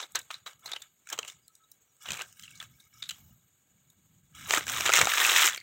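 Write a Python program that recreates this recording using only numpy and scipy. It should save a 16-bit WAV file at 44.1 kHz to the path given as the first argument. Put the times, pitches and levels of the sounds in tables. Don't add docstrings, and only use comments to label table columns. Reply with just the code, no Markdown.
import sys
import numpy as np
from scipy import signal
from scipy.io import wavfile
from scipy.ndimage import uniform_filter1d

SR = 44100
rng = np.random.default_rng(int(sys.argv[2]) if len(sys.argv) > 2 else 0)


def transcribe(signal):
    frames = np.atleast_2d(signal).T
    limited = np.clip(frames, -1, 1)
    pcm = np.round(limited * 32767).astype(np.int16)
    wavfile.write(sys.argv[1], SR, pcm)


def voltage_ratio(decibels):
    exponent = np.asarray(decibels, float) / 20
    return 10 ** exponent


N = 247842

# [f/Hz, level per Hz/dB]
AIR_COLOUR = [(200, -29), (320, 1), (1300, -7.5), (3300, -7), (4650, -10), (6100, -47), (6450, 5),
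              (8300, -1), (9200, -12), (11500, -22), (11900, -8), (15700, -4)]
WIND_COLOUR = [(20, -47.5), (60, -5.5), (130, 1), (195, -5.5), (270, -9.5), (340, -16.5), (500, -57.5)]
LEAF_COLOUR = [(8500, -42.5), (9500, -18), (11500, -15), (12200, -1.5), (15700, -1.5)]
# [t/s, half length/s, level/dB]
PUFFS = [(0.154, 0.14, -66), (0.75, 0.09, -70.5), (1.187, 0.14, -68.5), (2.107, 0.041, -52.5),
         (2.72, 0.41, -65), (3.215, 0.13, -59.5), (4.002, 0.45, -67), (4.45, 0.109, -56),
         (4.76, 0.12, -49.5), (5.028, 0.038, -44.5), (5.35, 0.39, -62.5)]
# [t/s, f/Hz, level/dB]
WHINES = [
    [(0, 13400, -77), (.3, 12900, -78), (.8, 12300, -78), (1.0, 12300, -78)],
    [(2.88, 13300, -80), (3.0, 12700, -80), (3.25, 12400, -78), (3.8, 12080, -80), (4.35, 11770, -81)],
]
# [t/s, length/s, start f/Hz, end f/Hz, level/dB]
BIRDS = [
    (1.41, 0.068, 5030, 4740, -73),
    (1.496, 0.12, 5860, 5600, -76),
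    (1.475, 0.063, 1300, 1300, -70.5),
    (1.578, 0.1, 1300, 1300, -68),
    (1.632, 0.024, 3830, 3800, -65),
    (1.835, 0.1, 6000, 5750, -74),
    (2.501, 0.089, 2250, 2250, -66),
    (2.536, .04, 3950, 4050, -70),
]
# [t/s, half length/s, level/dB]
LEAF_STIRS = [
    (0.096, .3, -76),
    (2.302, .35, -68.5),
    (2.855, .2, -60.5),
    (3.204, .2, -62),
    (4.1, .3, -83),
]
# [f/Hz, level per Hz/dB]
FILM_COLOUR = [(120, -44.5), (240, -19.5), (320, -5.5), (700, 0), (1300, 3.5), (3850, 2.5), (4550, -12),
               (5300, -1), (7000, 1.5), (8200, -5), (9300, -28.5), (11400, -30.5), (12000, -28),
               (15500, -24.5)]
RANGE_BORDERS = 1150, 4500, 9500
PANEL_PITCHES = 1300, 1610, 2250, 2910, 3450, 3820
# [t/s, length/s, level/dB, boom/dB, brightness/dB]
JOLTS = [
    (0, 0.061, -42, -6.5, -5.5),
    (.15, 0.058, -38, -9.5, -19),
    (.305, 0.084, -44.5, -18, -5),
    (.463, 0.069, -46, -6, -5.5),
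    (2.608, .05, -47.5, -12, -9),
    (3.112, 0.062, -57.5, -11.5, -9),
    (4.62, 0.048, -43.5, -10, -6),
    (5.578, 0.042, -63.5, -26, -23),
]
STROKES = [(.632, 0.064, -55.5, -6.5, -4), (.68, 0.082, -51, -9, -11), (.83, 0.0095, -53.5, -17, -21),
           (1.07, 0.03, -58, -9, 0), (1.125, 0.016, -45, -5, -21), (1.18, 0.081, -57, -2.5, -51),
           (1.26, 0.068, -59, -18, -0.5), (2.02, 0.014, -54.5, -10, 4), (2.06, 0.098, -45, -7.5, -7),
           (2.19, 0.035, -44.5, -6.5, -9.5), (2.27, 0.19, -75, -27, 12), (2.37, 0.093, -60, -32, -0.5),
           (2.49, 0.15, -59.5, -14, -1.5), (2.72, .15, -66, -13, 2), (2.93, 0.075, -60.5, -19, 0),
           (3, 0.11, -60, -26, -4), (3.16, 0.17, -69, -2.5, 2.5), (4.358, 0.21, -50.5, -13.5, -3.5),
           (4.72, .1, -45, -8, -1.5), (4.498, 0.091, -36.5, -5, -0.5), (4.69, 0.4, -38, -8, -2.5),
           (4.86, 0.011, -34, -7.5, -3), (4.94, 0.056, -28, -9.5, -3.5), (5.02, 0.0033, -28.5, -0.5, -4.5),
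           (5.09, 0.28, -31.5, -13.5, -3), (5.18, 0.18, -32, -7, -2), (5.36, 0.12, -27, -14.5, -2),
           (5.51, 0.04, -42, -16, -7)]
JOLT_SLOPES = 8300, 215, 3300
STROKE_SLOPES = 670, 3.9, 650
REST_LEVELS = -84.5, -69.5, -80.5, -71.5
# [t/s, f/Hz, level/dB]
THUMPS = [
    (1.189, 464, -32),
    (4.539, 520, -33),
    (4.574, 312, -27.5),
    (5.015, 420, -35),
    (5.072, 796, -16.5),
]
# [t/s, peak level/dB, share of lower treble/dB]
TICKS = [(0.1087, -37, -6), (0.1206, -29, -13), (0.4894, -39, -6), (0.594, -46, -8), (0.7163, -19.5, -8),
         (1.1877, -40, -4), (1.48, -26, -8), (1.5509, -49, -15), (1.7155, -29, -14), (2.2722, -46, -9),
         (2.4074, -43, -4), (2.5072, -27, -13), (2.7644, -62, -6), (3.0899, -19, -2), (3.1338, -36, -13),
         (3.3268, -69, -6), (4.5236, -23, -6), (4.581, -25, -6), (5.1083, -20, -6), (5.3073, -13, -8),
         (5.4051, -13, -5), (5.4246, -7, -16), (5.5344, -36, -6), (5.5608, -24, -4), (5.5712, -23, -15)]
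# [t/s, ring f/Hz, level/dB, brightness/dB, time to fall 60 dB/s]
TAP_SNAPS = [(.0016, 1110, -30, -31.5, 0.015), (.025, 3690, -36, -43, 0.047),
             (.0344, 3870, -41, -18, 0.042), (.1491, 4130, -28.5, -27.5, 0.071),
             (.1542, 1660, -26.5, 9, 0.034), (.19, 1540, -39.5, 11, 0.023), (.3045, 1230, -29, -22, 0.027),
             (.3392, 4020, -36.5, -17, 0.071), (.462, 1160, -37.5, 2, 0.014),
             (.5933, 3870, -70.5, 21, 0.027), (.6576, 4020, -36, 3, 0.051), (.6757, 4220, -39, -20, 0.023),
             (.7176, 3600, -29.5, -11, 0.031), (.7335, 3730, -26.5, -29, 0.022),
             (.7614, 2930, -32, -32, 0.042), (.015, 3950, -40, 0.5, 0.0085), (.065, 2550, -58, 7, 0.015),
             (.532, 3000, -51, 5, 0.014), (.697, 3600, -45, 0, 0.0088), (.311, 3900, -48, -7, .03),
             (.468, 3970, -39, -4.5, 0.046), (.156, 3830, -38, -4, 0.014), (.819, 3600, -41, 5.5, 0.032)]
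LIFT_SNAPS = [(1.0714, 1560, -43.5, 4.5, 0.022), (1.101, 1740, -40, 9, 0.029),
              (1.1256, 3060, -31, 5.5, 0.053), (1.145, 2500, -51, -2, 0.012),
              (1.178, 2800, -41.5, 1, 0.024), (1.1885, 3150, -24.5, 2.5, 0.026),
              (1.23, 2640, -31.5, -9, 0.013), (1.2488, 2940, -39, 2, 0.02),
              (1.2755, 2930, -39.5, 4.5, 0.069), (1.2997, 3600, -36, -3.5, 0.011),
              (1.482, 4050, -46.5, 5, 0.0069), (1.552, 3740, -55.5, 15, 0.015),
              (1.716, 3920, -54.5, 16, 0.022), (1.967, 1300, -59, 12, 0.0095)]
SHAKE_SNAPS = [(2.0864, 2920, -29.5, -4, 0.026), (2.1058, 2500, -25.5, 2, 0.014),
               (2.1194, 3150, -24.5, 6.5, 0.00645), (2.133, 3370, -30.5, 2, 0.013),
               (2.1413, 2390, -33, 3, 0.0075), (2.1697, 2470, -37, 4, 0.031),
               (2.193, 2370, -30, -1.5, 0.0033), (2.2108, 2920, -30, -32, 0.027),
               (2.2192, 1620, -31.5, 5, 0.015), (2.396, 3100, -42, 6.5, 0.015),
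               (2.4315, 3080, -44, -1.5, 0.12), (2.4787, 2700, -43.5, -11, 0.029),
               (2.511, 2700, -46.5, 2, 0.013), (2.5514, 4080, -52, 4, 0.086),
               (2.6012, 3400, -30.5, -11, 0.021), (2.626, 1620, -39, 0.5, 0.027),
               (2.7977, 3750, -53.5, 4.5, 0.0586), (3.0259, 3670, -35, -35, 0.013),
               (3.0364, 3670, -38, -5.5, 0.042), (3.0916, 3980, -31, -18, 0.038),
               (3.1075, 3100, -33.5, 3.5, 0.028), (3.901, 3650, -55, 10, 0.023)]
GRAB_SNAPS = [(4.348, 3200, -48, 4, 0.041), (4.5086, 3190, -15, 2.5, 0.011), (4.525, 3520, -24, 9, 0.007),
              (4.5381, 1890, -10, 0.5, .004), (4.547, 3130, -19, 0, 0.015), (4.574, 1290, -12.5, -6, 0.009),
              (4.668, 1620, -29, 6.5, 0.012), (4.6805, 2320, -26.5, 7, 0.0089),
              (4.698, 1480, -25.5, 9.5, 0.0048), (4.7244, 1610, -35, -1, 0.025),
              (4.7555, 2330, -31, -6, 0.0061), (4.808, 2300, -20, 8, 0.0089),
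              (4.858, 2300, -24.5, 0.5, 0.069), (4.875, 3090, -21, -2, 0.021),
              (4.8934, 1300, -9, -9, 0.0074), (4.901, 1400, -11, -22, 0.0074),
              (4.921, 2480, -13.5, -12, 0.0031), (4.9367, 2060, -13, 12, 0.0067),
              (4.957, 2250, -19, 8, 0.013), (4.9647, 2440, -19, 11, 0.0056),
              (4.9718, 1810, -13.5, 7, 0.005), (4.9931, 3890, -16, 4.5, 0.0054),
              (4.982, 3000, -27, 6, 0.0082), (5.0138, 2190, -9.5, 5, 0.011)]
CRUSH_SNAPS = [(5.046, 1390, -23, 7.5, 0.012), (5.0552, 3700, -21, 8, .0083),
               (5.0711, 1230, -13, -1, 0.0102), (5.12, 1820, -19, -16, .009),
               (5.137, 1760, -13, -26, 0.003), (5.2169, 1870, -20, -16, 0.035),
               (5.2498, 2650, -8, -12, .005), (5.2656, 3650, -39, 23, 0.023),
               (5.2921, 1520, -17, -15, 0.0081), (5.309, 1818, -23, 1, 0.02),
               (5.3265, 3220, -19.5, -11, 0.0073), (5.35, 1730, -20.5, -8, 0.0073),
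               (5.338, 1950, -22.5, -11, .019), (5.3856, 1740, -11, -4, 0.0043),
               (5.4082, 1880, -17, -12, 0.0072), (5.4206, 3070, -14.5, -14, 0.0049),
               (5.4268, 2400, -19.5, -9, 0.0043), (5.4407, 1520, -24, -5, 0.073),
               (5.4533, 2040, -24, 8, 0.037), (5.469, 2630, -27.5, 22.5, 0.005),
               (5.532, 3420, -28, -18, 0.019), (5.5469, 3260, -25, -1, 0.0069),
               (5.5618, 1970, -33, -4, .011), (5.576, 2200, -29, -13, 0.012),
               (5.5771, 4360, -34, -18, 0.018)]
MORE_SNAPS = [(.165, 3940, -40, -3, 0.017), (.311, 3900, -43, -11, 0.025), (.468, 3930, -50, -3, 0.034),
              (.156, 3900, -33.5, -2, 0.012), (1.145, 2500, -53, 2, 0.012), (0.214, 3900, -48.5, 0, 0.027),
              (.805, 3600, -52, 1, .01), (1.0899, 2400, -41.5, 9, 0.012), (2.2004, 2600, -36, -10, 0.013),
              (2.327, 2940, -52.5, 14, 0.0091), (2.425, 3040, -46.5, 10.5, 0.008),
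              (2.455, 2860, -44, -6, 0.012), (2.614, 3500, -44, 1, 0.0056), (2.639, 2530, -52, 6, 0.017),
              (3.023, 3700, -30.5, -10, 0.03), (3.029, 3600, -30, -18, 0.0054),
              (3.057, 3760, -45, -12, .04), (3.0936, 2930, -30, 0, 0.0098), (3.098, 2800, -30, 4, 0.01),
              (3.112, 2960, -36, -16.5, 0.023), (4.534, 2230, -19.5, 1, 0.011),
              (4.581, 1650, -22, 6, 0.01), (4.609, 2192, -28.5, -11, 0.011),
              (4.8617, 1800, -19.5, 8.5, 0.0075), (4.884, 1500, -18.5, -8, 0.014),
              (4.928, 2020, -16, 3, .007), (4.988, 1300, -10, -9, 0.0049), (5.024, 1920, -22, -9, 0.0091),
              (5.101, 1700, -25, 6.5, 0.0048), (5.142, 2200, -29, 0, 0.014), (5.194, 2160, -23, 4, .012),
              (5.257, 2520, -21, 2, .015), (5.382, 1970, -27, 2, .012), (5.448, 1980, -17, 4, 0.0047),
              (5.461, 2180, -21, 11, 0.0056), (5.487, 1820, -16.5, 1.5, 0.0041),
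              (5.227, 1900, -23, -7, .01), (5.282, 2000, -26, -2, 0.0093), (5.365, 2000, -34, -5, 0.0088),
              (5.397, 2200, -20, -3, 0.0092), (5.497, 1510, -22, -1, 0.0063),
              (5.6013, 4500, -41, -5, 0.013)]


def evened(x):
    return x / np.sqrt(np.mean(x ** 2) + 1e-20)


def matched(x, other):
    return x * np.linalg.norm(other) / np.linalg.norm(x)


def drift(shape, size):
    return evened(uniform_filter1d(rng.standard_normal(shape), size=size))


def read(points, hz):
    f, value = np.transpose(points)
    return np.interp(np.log(hz + 1), np.log(f + 1), value)


def add(mix, s, sound):
    part = mix[max(round(s * SR), 0):][:len(sound)]
    part += sound[:len(part)]


def power_sum(levels_db):
    return 10 * np.log10(np.sum(voltage_ratio(levels_db) ** 2, axis=0))


def swells(rows, floor_db):
    t = np.arange(N) / SR
    return power_sum([floor_db + 0 * t] + [db - 6 * ((t - s) / half) ** 2 for s, half, db in rows])


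def shaped_noise(points, size, patchy_db, flicker_db):
    frames, hz = 4 * N // size + 5, np.fft.rfftfreq(size, 1 / SR)
    a, b, patches = rng.standard_normal((frames, len(hz), 3)).T
    patches = uniform_filter1d(patches, size=size // 64, axis=0)
    patches = evened(uniform_filter1d(patches, size=12, axis=1))
    top_extra = (1 + 0.44 * (hz > 11700))[:, None]
    flicker = drift(frames, 5) * top_extra
    level_db = read(points, hz)[:, None] + patchy_db * patches + flicker_db * flicker
    spectra = (a + 1j * b) * voltage_ratio(level_db)
    return evened(signal.istft(spectra, nperseg=size, noverlap=3 * size // 4)[1][:N])


def open_air():
    return voltage_ratio(-61) * shaped_noise(AIR_COLOUR, size=512, patchy_db=.8, flicker_db=1.8)


def wind():
    level_db = swells(PUFFS, floor_db=-70.5)
    return voltage_ratio(level_db) * shaped_noise(WIND_COLOUR, size=2048, patchy_db=1.2, flicker_db=1.2)


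def leaves():
    level_db = swells(LEAF_STIRS, floor_db=-120)
    return voltage_ratio(level_db) * shaped_noise(LEAF_COLOUR, size=256, patchy_db=2.5, flicker_db=2.7)


def cricket():
    t = np.arange(N) / SR
    pitch_hz, throbs_per_s, level_db = 6880, 10.65, -66
    fuzz = signal.lfilter([1], [1, -.985], rng.standard_normal(N) + 1j * rng.standard_normal(N))
    throb = np.clip(np.cos(2 * np.pi * throbs_per_s * t - 2.92) + .5, .1, 1)
    return voltage_ratio(level_db) * throb * evened((fuzz * np.exp(2j * np.pi * pitch_hz * t)).real)


def whines():
    t, out = np.arange(N) / SR, np.zeros(N)
    waver = 1 + .35 * drift(N, 900)
    for rows in WHINES:
        s, hz, db = np.transpose(rows)
        tone = np.sin(2 * np.pi * np.cumsum(np.interp(t, s, hz)) / SR)
        level_db = np.interp(t, s, db, left=-140, right=-140)
        out += voltage_ratio(level_db) * np.sqrt(2) * waver * tone
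    return out


def birds():
    out = np.zeros(N)
    for s, length, hz0, hz1, db in BIRDS:
        count = round(length * SR)
        tone = np.sin(2 * np.pi * np.cumsum(np.linspace(hz0, hz1, count)) / SR)
        tone *= np.abs(1 + .35 * drift(count, 250))
        add(out, s, voltage_ratio(db) * np.sqrt(2) * tone * signal.windows.tukey(count, .7))
    return out


def causal(db):
    log_gain = np.log(voltage_ratio(np.maximum(np.r_[db, db[-2:0:-1]], -100)))
    return np.fft.ifft(np.exp(log_gain - 1j * signal.hilbert(log_gain).imag)).real[:1024]


def film_bands():
    hz = np.fft.rfftfreq(4096, 1 / SR)
    slopes = 24, 70, 70
    steps = [slope * np.log2((hz + 1) / f) for f, slope in zip(RANGE_BORDERS, slopes)]
    bands = []
    for low, high in zip([0] + steps, steps + [0]):
        cut_db = np.minimum(low, 0) - np.maximum(high, 0)
        response = causal(read(FILM_COLOUR, hz) + cut_db)
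        bands.append(response / np.linalg.norm(response))
    return np.array(bands)


def through_film(drive):
    return signal.oaconvolve(drive, film_bands(), axes=1)[:, :N]


def grip():
    t, moves = np.arange(0, N / SR + .002, .002), []
    for rows, (rise, sag, fall) in ((JOLTS, JOLT_SLOPES), (STROKES, STROKE_SLOPES)):
        for s, length, db, boom_db, bright_db in rows:
            level_db = db - rise * np.maximum(s - t, 0)
            level_db = level_db - sag * np.clip(t - s, 0, length)
            level_db = level_db - fall * np.maximum(t - s - length, 0)
            fizz_db = bright_db - 1 - 0.025 * (db + 3.5)
            moves.append(level_db + np.array([[boom_db], [0], [bright_db], [fizz_db]]))
    levels_db = power_sum(moves + [np.array(REST_LEVELS)[:, None] + 0 * t])
    return t, *levels_db


def panels(per_s):
    t, out = np.arange(2500) / SR, np.zeros(N)
    for hz in np.repeat(PANEL_PITCHES, 3) * rng.uniform(0.97, 1.03, 3 * len(PANEL_PITCHES)):
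        sizes = voltage_ratio(3.1 * np.minimum(rng.exponential(1, N), 4))
        flicks = sizes * (rng.random(N) < per_s / SR)
        ring = np.sin(2 * np.pi * hz * t) * voltage_ratio(-60 * t / 0.035) * np.minimum(t / 0.0015, 1)
        out += signal.oaconvolve(flicks, ring)[:N]
    return evened(out)


def rustle():
    t = np.arange(N) / SR
    sizes = voltage_ratio(5.0 * np.minimum(rng.exponential(1, N), 1.4)) * (rng.random(N) < 500 / SR)
    clumps = signal.oaconvolve(sizes ** 2, voltage_ratio(-120 * t[:1500] / 0.005))[:N]
    smooth_share = np.array([[.6], [.6], [.9], [1.6]])
    drive = np.sqrt(np.maximum(clumps / clumps.mean(), 0) + smooth_share) * rng.standard_normal((4, N))
    drive *= voltage_ratio(2.45 * drift((4, N), 260))
    s, *levels_db = grip()
    gentle = np.clip((-27.0 - np.interp(t, s, levels_db[1])) / 30, .1, .9)
    drive[1] = np.sqrt(1 - gentle) * evened(drive[1]) + 0.19 * np.sqrt(gentle) * panels(per_s=99.0)
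    return sum(voltage_ratio(np.interp(t, s, db)) * evened(band) for db, band in zip(levels_db, through_film(drive)))


def thumps():
    t, out = np.arange(2000) / SR, np.zeros(N)
    for s, hz, db in THUMPS:
        fade = voltage_ratio(db - 20 * t * hz / 4.6)
        add(out, s, fade * np.sin(2 * np.pi * hz * t) * np.minimum(t * hz * 2.5, 1))
    return out


def ticks():
    t, drive = np.arange(600) / SR, np.zeros((4, N))
    for s, db, low_db in TICKS:
        burst = voltage_ratio(db - 13.0 - 60 * t / 0.0086) * rng.standard_normal(600)
        add(drive[2], s, voltage_ratio(low_db) * burst)
        add(drive[3], s, burst)
    return through_film(drive).sum(0)


def crack_volley(t, t60):
    u = t / np.clip(t60 / 14, .0004, .006)
    settling = voltage_ratio(-24 - 60 * t / 0.54) * np.minimum(u, 1)
    shape = u * np.exp(1 - u) + settling
    noise = rng.standard_normal(len(t))
    cracks = noise * voltage_ratio(2.05 * (u < 1.6) + 4.6 * drift(len(t), 14)) * shape
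    main_break = 0.71 * np.sign(noise[0]) * np.linalg.norm(cracks) * min(0.0075 / t60, 1)
    cracks[round(SR * t[u < 1][-1])] += main_break
    return matched(cracks, shape)


def panel_ring(cracks, hz):
    r, turn = np.exp(-np.pi * (120 + 0.024 * hz) / SR), 2 * np.pi * hz / SR
    return matched(signal.lfilter([1, 0, -1], [1, -2 * r * np.cos(turn), r * r], cracks), cracks)


def snaps():
    t, drive, rings = np.arange(2000) / SR, np.zeros((4, N)), np.zeros(N)
    times, pouch_db, body_db = grip()[:3]
    for s, hz, db, bright_db, t60 in TAP_SNAPS + LIFT_SNAPS + SHAKE_SNAPS + GRAB_SNAPS + CRUSH_SNAPS + MORE_SNAPS:
        start = s - .0008
        cracks = crack_volley(t, t60)
        add(rings, start, voltage_ratio(db - 4.0) * panel_ring(cracks, hz))
        mouth = matched(signal.lfilter(*signal.iirpeak(3822, 16., SR), cracks), cracks)
        add(rings, start, voltage_ratio(db - 13 - 0.15 * (db + 40)) * mouth)
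        boom_db = db + np.interp(s, times, pouch_db - body_db) - 2.0 * np.log2(hz / 2000)
        edge_db = db + bright_db
        fizz_db = edge_db - 7.5 - 0.25 * (db + 32.0)
        body = matched(signal.lfilter(*signal.butter(1, hz * 1.35, "high", fs=SR), cracks), cracks)
        add(drive[0], start, voltage_ratio(boom_db - 6.5) * cracks)
        add(drive[1], start, voltage_ratio(db - 8.5) * body)
        add(drive[2], start, voltage_ratio(edge_db - 10.0) * cracks)
        add(drive[3], start, voltage_ratio(fizz_db - 4.5) * cracks)
    return through_film(drive).sum(0) + rings


def scene():
    background = open_air() + wind() + leaves() + cricket() + whines() + birds()
    packet = rustle() + thumps() + ticks() + snaps()
    return (background + packet)[None]


def denoise(x):
    z = signal.stft(x, nperseg=512, noverlap=384)[2]
    held = signal.lfilter([.12], [1, -.88], abs(z) ** 2, axis=-1)
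    background = np.percentile(held, 35, axis=-1, keepdims=True)
    background = uniform_filter1d(background, size=9, axis=1)
    gain = np.sqrt(np.clip(1 - 1.5 * background / (held + 1e-20), voltage_ratio(-20), 1))
    return signal.istft(z * gain, nperseg=512, noverlap=384)[1][:, :N]


def low_pass(x):
    return signal.sosfilt(signal.butter(12, 16990, fs=SR, output="sos"), x)


def record(dry):
    soft = np.tanh(denoise(dry))
    limited = signal.oaconvolve(soft, signal.firwin(301, 15900, fs=SR)[None], "same")
    return low_pass(limited + voltage_ratio(-64) * soft)


dry = scene()
out = record(dry)
transcribe(out)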